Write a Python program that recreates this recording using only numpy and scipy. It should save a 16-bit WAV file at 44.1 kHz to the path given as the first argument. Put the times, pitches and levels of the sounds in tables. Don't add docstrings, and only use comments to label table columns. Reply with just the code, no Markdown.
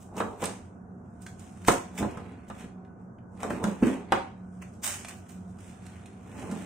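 import sys
import numpy as np
from scipy import signal
from scipy.fft import rfft, irfft, next_fast_len
from scipy.io import wavfile
from scipy.ndimage import uniform_filter1d, minimum_filter1d

SR = 44100
rng = np.random.default_rng(int(sys.argv[2]) if len(sys.argv) > 2 else 0)


def undo_db(level):
    steps = np.asarray(level, float) / 20
    return 10 ** steps


def to_wav(s):
    ch = np.atleast_2d(s).T
    pcm = np.round(np.clip(ch, -1, 1) * 32767)
    wavfile.write(sys.argv[1], SR, pcm.astype(np.int16))


N = 293265

# start in seconds, crackle level in dB,
# time to fade 20 dB in seconds, level of the coarse shards over the crackle in dB.
CRACKS = [(0.006, -56, .12, -8), (0.22, -60, .33, 4), (1.22, -54, .06, -7), (1.264, -55, .1, -6),
          (1.68, -27, .07, 0), (1.72, -32, .055, -6), (1.782, -56, .19, 10), (2.04, -62, .5, 16),
          (2.49, -53.5, .012, -17), (3.502, -51, .17, 12), (3.638, -44, .02, 3), (3.676, -52, .17, 9),
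          (3.832, -52, .15, 18), (4.622, -53.5, .04, 11), (4.838, -30, .15, -4), (4.868, -30, .13, -2.5),
          (5.09, -38.5, .035, 4), (5.12, -57, .23, 3), (5.292, -55, .16, -1.5)]
CRACK_RISE_S, CRACK_TOP_DB = .012, -11
# time of full pressure in seconds, crackle level in dB, time to swell 20 dB
# in seconds, time to fade 20 dB in seconds, level of the coarse shards over the crackle in dB.
STROKES = [(0.19, -40.5, .033, .033, 6), (0.442, -37.5, .045, .07, 5), (0.5, -54, .18, .18, 4.5),
           (1.2, -75, .55, .2, 2), (1.41, -57, .06, .4, 0), (1.666, -52.5, .085, .06, 2),
           (1.99, -36.5, .035, .04, 2), (2.44, -76, .03, .2, -8), (2.61, -54.5, .14, .09, 8),
           (3.0, -78, .04, .17, 2), (3.37, -66, .085, .1, -8), (3.426, -48.5, .043, .12, 8.5),
           (3.878, -46, .1, .12, 8), (4.16, -60, .09, .14, 22), (4.532, -73, .03, .3, 0),
           (4.76, -67, .6, .3, -4), (5.506, -64, .08, .04, -16), (5.61, -58.5, .046, .3, 1),
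           (5.7, -58, .2, .1, 4), (5.854, -61, .15, .2, 5), (5.96, -63, .2, .3, 9),
           (6.402, -54.5, .18, .6, 8), (6.63, -54, .5, .1, 6)]
STROKE_TOP_DB, TOP_PER_DB = -14, .3
COARSE_LINGERS, TOP_LINGERS = 1.15, .7
# frequency in Hz, density in dB per Hz.
FINE_CRUST = [(2500, -19.5), (3600, -8), (4300, -18.5), (5200, -8.5), (6500, -4), (7800, -2.5),
              (8900, -3.5), (9600, -10.5), (10500, -11.5), (12000, -15), (13500, -36.5)]
# frequency in Hz, density in dB per Hz.
COARSE_SHARDS = [(300, -35), (600, 1), (1000, -1), (1500, 2.5), (2500, 1), (3600, -8), (4500, -13.5),
                 (6000, -38.5)]
# frequency in Hz, density in dB per Hz.
THIN_TOP = [(11000, -36.5), (12500, -3), (13500, 0), (14500, -3), (15400, 2), (16200, -19)]

# start in seconds, peak level in dB, shard pitch in Hz,
# level of the dull part over the peak in dB.
SNAPS = [(0.1661, -29.5, 1220, -28.5), (0.4394, -18, 1220, -9), (0.4554, -23, 8570, -15),
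         (1.2198, -44.5, 8700, -12.5), (1.264, -31, 1660, 3), (1.394, -41, 6930, -15.5),
         (1.648, -33.5, 1600, 1.5), (1.9781, -25, 2240, -7.5), (2.1086, -37.5, 1460, -16),
         (2.1739, -46.5, 1270, -8), (2.319, -53, 1470, 4.5), (2.594, -39, 1260, -5),
         (2.8482, -62, 1420, 15.5), (3.1837, -65.5, 1480, 18), (3.373, -54, 2320, 8),
         (3.4032, -36, 1410, 2.5), (4.6219, -42.5, 6430, -1), (4.7364, -47, 1180, -9),
         (5.0468, -29.5, 2380, 4), (5.085, -28, 2530, -21.5), (5.294, -42.5, 6670, -2),
         (5.4953, -58, 1480, -13), (5.5862, -43.5, 1330, -6), (5.8642, -39.5, 8050, 0),
         (6.0579, -37, 2510, -9), (6.332, -55, 1350, -6.5), (6.393, -39, 1700, -38),
         (6.5123, -30.5, 1360, -11)]
SNAP_PAN_DB_PER_OCTAVE, SNAP_MIDDLE_HZ = -5, 1500

# start in seconds, peak level in dB, low ring in Hz, edge over the blow in dB,
# hardness as the high part over the low part in dB.
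KNOCKS = [(0.2, -26.5, 345, -24.5, 1), (0.417, -34, 346, -5, -6), (1.68, -14, 187, -8.5, 1),
          (2.023, -20, 229, -37, -10.5), (2.169, -37, 148, -16, -5.5), (2.497, -35.5, 255, -19, -1.5),
          (2.638, -34, 188, -30, -19), (3.428, -32, 188, -7.5, 1), (3.501, -24.5, 237, -20, -8),
          (3.637, -23, 217, -11, -4.5), (3.823, -12, 253, -42, -22.5), (3.865, -18, 258, -24, -18),
          (4.118, -17, 369, -16.5, 2)]
SOFT_RING_HZ, HARD_LIFT_HZ = 470, 230
# frequency in Hz, level in dB, time to die 60 dB in seconds if undamped; #
# knocks() caps it at .3 s and plays about half of that.
TRAY_MODES = [(172, -7.5, 0.36), (547, 8.5, 0.39), (693, 1, 0.25), (776, 18, 0.03), (980, -46, 0.17),
              (1170, -35.5, 0.41), (1330, -50, 0.3), (1610, -36, 1.2), (1776, -13.5, 0.18),
              (2480, -24, 0.25)]
# frequency in Hz, density in dB per Hz.
SOFT_THUMP = [(60, -38.5), (120, -10), (200, 1.5), (350, -1.5), (500, -6.5), (800, -42)]
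# frequency in Hz, density in dB per Hz.
HARD_CHATTER = [(250, -27.5), (480, -3), (770, -2), (1100, -1.5), (1500, -3.5), (1900, -12), (2400, -18.5),
                (3800, -21.5), (5500, -37.5)]

# time of the peak in seconds, rumble level in dB, time to
# swell 20 dB in seconds, time to fade 20 dB in seconds, scuff level over the rumble in dB.
SHOVES = [(0.202, -35.5, .08, .15, 8), (0.434, -38.5, .05, .09, 10), (0.516, -48, .1, .13, -11),
          (2.034, -27.5, .08, .055, 0), (2.155, -47, .03, .2, 7), (2.208, -43, .15, .05, -22),
          (2.495, -44, .02, .13, -14), (2.625, -50, .04, .09, -7), (3.452, -43, .1, .2, 9.5),
          (3.53, -34, .17, .14, -2.5), (3.638, -35, .05, .1, 10), (6.446, -37, .18, .09, -2)]
# time of the peak in seconds, rumble level in dB, time to
# swell 20 dB in seconds, time to fade 20 dB in seconds, scuff level over the rumble in dB.
SLIDES = [
    (2.336, -47, .3, .08, -8),
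    (3.68, -30, .1, .085, -7.5),
    (3.824, -27.5, .01, .22, -1),
    (6.52, -34, .06, .3, -7),
    (6.4, -44, .1, .5, 0),
]
SHOVE_THUD_DB, SLIDE_THUD_DB = -3, -24
# frequency in Hz, density in dB per Hz.
TRAY_RUMBLE = [(90, -31), (140, -14.5), (185, 4), (250, 0), (300, -1.5), (380, -11.5), (600, -39.5)]
# frequency in Hz, density in dB per Hz.
SLAB_SCUFF = [(250, -32), (400, 7), (600, 3), (900, 3.5), (1300, -7), (2000, -32.5)]
# frequency in Hz, density in dB per Hz.
BENCH_THUD = [(25, -35), (50, -5.5), (95, 14.5), (125, 2), (180, -45)]

# frequency in Hz, time to die 60 dB in seconds.
KITCHEN_T60 = [(100, 0.34), (330, 0.34), (870, 0.39), (2300, 0.28), (6000, 0.4), (14000, 0.19)]

# frequency in Hz, density in dB per Hz.
FAN_AIR = [(12, -67.5), (20, -44.5), (102, -4), (149, -14), (184, -7.5), (235, -6), (268, -16.5),
           (307, -15), (615, -23.5), (685, -18), (783, -23.5), (1490, -28.5), (3150, -75), (6480, -54.5),
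           (12000, -62), (15600, -97.5), (22000, -120)]
AIR_DB = -49
# frequency in Hz, level in dB.
MOTOR_LINES = [(91.5, -56), (183.0, -49.5), (360.7, -69), (393.0, -70), (468.3, -73), (694.4, -68.5),
               (748.3, -66), (1491, -74.5)]
# frequency in Hz, left-right correlation from -1 to 1.
AIR_LIKENESS = [(60, 0.99), (180, 0.95), (550, 0.38), (1650, -0.25), (4970, 0.04), (15000, 0.13)]

# frequency in Hz, left over right in dB.
PORT_TILT = [(60, -1), (300, -2), (1000, -1), (2400, -0.6), (4400, .5), (6500, 5), (7800, -8), (8900, -12),
             (10000, -9.5), (12000, -2.5), (15000, -1)]
# frequency in Hz, threshold in dB.
GATE_THRESHOLD = [(1500, -62.5), (2200, -18.5), (3500, -5), (4400, -12), (6000, -29), (9000, -14),
                  (10500, -17.5), (12000, -19.5), (14000, -16.5), (16000, -16)]


def sawing():
    rows = [(s, db, CRACK_RISE_S, fade_s, over_db, CRACK_TOP_DB) for s, db, fade_s, over_db in CRACKS]
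    rows += [(*row, STROKE_TOP_DB + TOP_PER_DB * (row[1] + 45)) for row in STROKES]
    s, db, rise_s, fade_s, coarse_db, top_db = np.transpose(rows)
    fine = swells(s, db, rise_s, fade_s)
    coarse = swells(s, db + coarse_db - 2.5, rise_s, COARSE_LINGERS * fade_s)
    top = swells(s, db + top_db + 5, rise_s, TOP_LINGERS * fade_s)
    shared, left, right = (grit(per_s=2500, spread_db=2.5, clump_db=2.5) for _ in range(3))
    out = []
    for breaks in (shared + 0.98 * left, shared + 1.04 * right):
        crackle = fine * coloured(breaks, FINE_CRUST)
        crackle += coarse * coloured(breaks, COARSE_SHARDS)
        crackle += top * coloured(breaks, THIN_TOP)
        out.append(crackle)
    return np.array(out) * undo_db(-7.5)


def snaps():
    out, t = np.zeros((2, N)), np.arange(2500) / SR
    tick_colour = [(1500, -25.5), (3000, -7), (5000, -5.5), (8000, -1), (15000, -20), (16500, -58.5)]
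    for s, db, shard_hz, dull_db in SNAPS:
        pan_db = SNAP_PAN_DB_PER_OCTAVE * np.log2(shard_hz / SNAP_MIDDLE_HZ)
        burst = rng.standard_normal(len(t)) * undo_db(-60 * t / 0.043) * np.minimum(t / 0.0013, 1)
        tick = coloured(burst, tick_colour)
        shard = undo_db(2.5) * ring(t, shard_hz, 0.026)
        dull = undo_db(dull_db) * coloured(burst, COARSE_SHARDS)
        add(out, s, panned(undo_db(db - 14) * (tick + shard + dull), pan_db))
    return out


def knocks():
    out, t = np.zeros((2, N)), np.arange(8000) / SR
    tray = sum(undo_db(db) * ring(t, hz, 0.52 * min(t60, .3)) for hz, db, t60 in TRAY_MODES)
    edge_colour = [*FINE_CRUST[:-1], (15000, -21), (16000, -41)]
    chip_fade = undo_db(-60 * t / 0.014)
    edge_fade = chip_fade + undo_db(-19 - 60 * t / 0.22)
    for s, db, low_hz, edge_db, hard_db in KNOCKS:
        high_hz = SOFT_RING_HZ + HARD_LIFT_HZ * undo_db(hard_db)
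        thump, shared, left, right = rng.standard_normal((4, len(t)))
        soft = undo_db(-10) * coloured(thump * undo_db(-60 * t / 0.11), SOFT_THUMP)
        soft += undo_db(-3.5) * ring(t, low_hz, 0.066)
        blow = []
        for chatter in (shared + 1.2 * left, shared + 1.12 * right):
            hard = undo_db(-5.5) * coloured(chatter * undo_db(-60 * t / 0.088), HARD_CHATTER)
            hard += undo_db(-6) * ring(t, high_hz, 0.04) + undo_db(-19.5) * tray
            edge = coloured(chatter * edge_fade, edge_colour)
            edge += undo_db(-3.5) * coloured(chatter * chip_fade, COARSE_SHARDS)
            blow.append(soft + undo_db(hard_db) * hard + undo_db(edge_db - 2) * edge)
        attack = np.minimum(t / 0.00068, 1)
        add(out, s + .003, undo_db(db + 1.0) * np.array(blow) * attack)
    return out


def drag():
    rows = [(*row, SHOVE_THUD_DB) for row in SHOVES] + [(*row, SLIDE_THUD_DB) for row in SLIDES]
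    s, db, rise_s, fade_s, scuff_db, thud_db = np.transpose(rows)
    slips = grit(per_s=1200, spread_db=2.5, clump_db=2.5)
    rumble = swells(s, db, rise_s, fade_s) * coloured(slips, TRAY_RUMBLE)
    scuff = swells(s, db + scuff_db - 3.6, rise_s, fade_s) * coloured(slips, SLAB_SCUFF)
    thud = swells(s, db + thud_db - 2.0, rise_s, fade_s) * coloured(slips, BENCH_THUD)
    return panned(undo_db(-4.5) * (rumble + scuff + thud), 0)


def kitchen(x):
    taps = np.zeros((2, SR))
    at = np.arange(200, SR - 20, 20) + rng.integers(0, 20, (2, (SR - 201) // 20))
    np.put_along_axis(taps, at, rng.choice([-1., 1.], at.shape), 1)
    hz, t, z = signal.stft(taps, SR, nperseg=512)
    same = np.clip(read([(150, 0.89), (500, 0.25), (1500, 0.033)], hz), 0, 1)[:, None]
    z = np.array([z[0], same * z[0] + np.sqrt(1 - same ** 2) * z[1]])
    dying = undo_db(-60 * t / read(KITCHEN_T60, hz)[:, None])
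    tail = signal.istft(z * dying, SR, nperseg=512)[1]
    return signal.fftconvolve(x.mean(0)[None], tail / np.linalg.norm(tail[0]), axes=1)[:, :N]


def cabinet():
    frames, hz = N // 512 + 5, np.fft.rfftfreq(2048, 1 / SR)
    a, b, c, d, patches = rng.standard_normal((frames, 1025, 5)).T
    patches = evened(uniform_filter1d(uniform_filter1d(patches, 14, 0), 6, 1))
    same = np.clip(read(AIR_LIKENESS, hz), -1, 1)[:, None]
    left, other = a + 1j * b, c + 1j * d
    z = np.array([left, same * left + np.sqrt(1 - same ** 2) * other])
    z *= undo_db(read(FAN_AIR, hz)[:, None] + 0.5 * patches)
    air = undo_db(AIR_DB) * evened(signal.istft(z, nperseg=2048, noverlap=1536)[1][:, :N])
    t = np.arange(N) / SR
    motor = np.zeros(N)
    for line_hz, db in MOTOR_LINES:
        level, phase = (evened(uniform_filter1d(rng.standard_normal(N), 5000)) for _ in range(2))
        motor += undo_db(db - 0.5 + 4.4 * level) * np.sin(2 * np.pi * line_hz * t + 0.2 * phase)
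    return air + motor


def grit(per_s, spread_db, clump_db):
    size = undo_db(spread_db * np.minimum(rng.exponential(1, N), 5)) * rng.choice([-1, 1], N)
    clumps = evened(uniform_filter1d(rng.standard_normal(N), 300))
    breaks = rng.random(N) < per_s / SR
    return evened(size * breaks * undo_db(clump_db * clumps))


def swells(s, db, rise_s, fade_s):
    at = np.arange(0, N + 32, 32)
    t = at[:, None] / SR - s
    level_db = db - 20 * np.maximum(-t / rise_s, t / fade_s)
    return np.interp(np.arange(N), at, np.sqrt((undo_db(level_db) ** 2).sum(1)))


def ring(t, hz, t60):
    return np.sin(2 * np.pi * hz * t) * undo_db(-60 * t / t60)


def coloured(x, points):
    points = [(points[0][0] / 3, -70), *points, (max(2 * points[-1][0], SR / 4), -90)]
    log_gain = np.log(undo_db(read(points, abs(np.fft.fftfreq(8192, 1 / SR)))))
    taps = np.fft.ifft(np.exp(np.conj(signal.hilbert(log_gain)))).real[:4096]
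    return signal.oaconvolve(x, taps / np.linalg.norm(taps))[:len(x)]


def read(points, hz):
    f, value = np.transpose(points)
    return np.interp(np.log(hz + 1), np.log(f + 1), value)


def evened(x):
    return x / np.sqrt(np.mean(x ** 2) + 1e-20)


def panned(x, pan_db):
    return np.array([x * undo_db(pan_db / 2), x * undo_db(-pan_db / 2)])


def add(mix, s, sound):
    part = mix[:, round(s * SR):][:, :sound.shape[1]]
    part += sound[:, :part.shape[1]]


def scene():
    work = sawing() + snaps() + knocks() + drag()
    return undo_db(1.5) * work + undo_db(-2.5) * kitchen(work) + cabinet()


def gate(x):
    hz, t, z = signal.stft(x, SR, nperseg=1024)
    power = (abs(z) ** 2).mean(0)
    power = uniform_filter1d(uniform_filter1d(power, size=4, axis=0), size=4, axis=1)
    level_db = 10 * np.log10(abs(power) + 1e-16)
    heard_db = level_db - 200 * (hz < 2600)[:, None]
    masker_db = -minimum_filter1d(-heard_db, size=100, axis=0)
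    blocks = rng.standard_normal((len(t) // 5 + 1, len(hz) // 5 + 1)).T
    whim = np.kron(blocks, np.ones((5, 5)))[:len(hz), :len(t)]
    whim_db = read([(3000, 5.5), (9000, 5.5), (11000, 9.3), (16000, 13.0)], hz)[:, None] * whim
    limit_db = np.maximum(-88, masker_db - 1) + read(GATE_THRESHOLD, hz)[:, None] + whim_db
    open_share = 1 / (1 + np.exp(np.clip((limit_db - level_db) / 2.4, -30, 30)))
    return signal.istft(z * (0.022 + 0.96 * open_share), SR, nperseg=1024)[1][:, :N]


def top_cut(x):
    return signal.sosfilt(signal.butter(12, 16650, fs=SR, output="sos"), x)


def record(dry):
    size = next_fast_len(N)
    hz = np.fft.rfftfreq(size, 1 / SR)
    half = undo_db(read(PORT_TILT, hz) / 2) * np.exp(-1j * np.pi * hz * 2e-5)
    edges = undo_db(read([(12, -15), (35, 2), (16000, -1), (16500, -69)], hz))
    ports = irfft(rfft(dry, size) * edges * np.array([half, 1 / half]), size)[:, :N]
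    return top_cut(gate(ports))


dry = scene()
out = record(dry)
to_wav(out)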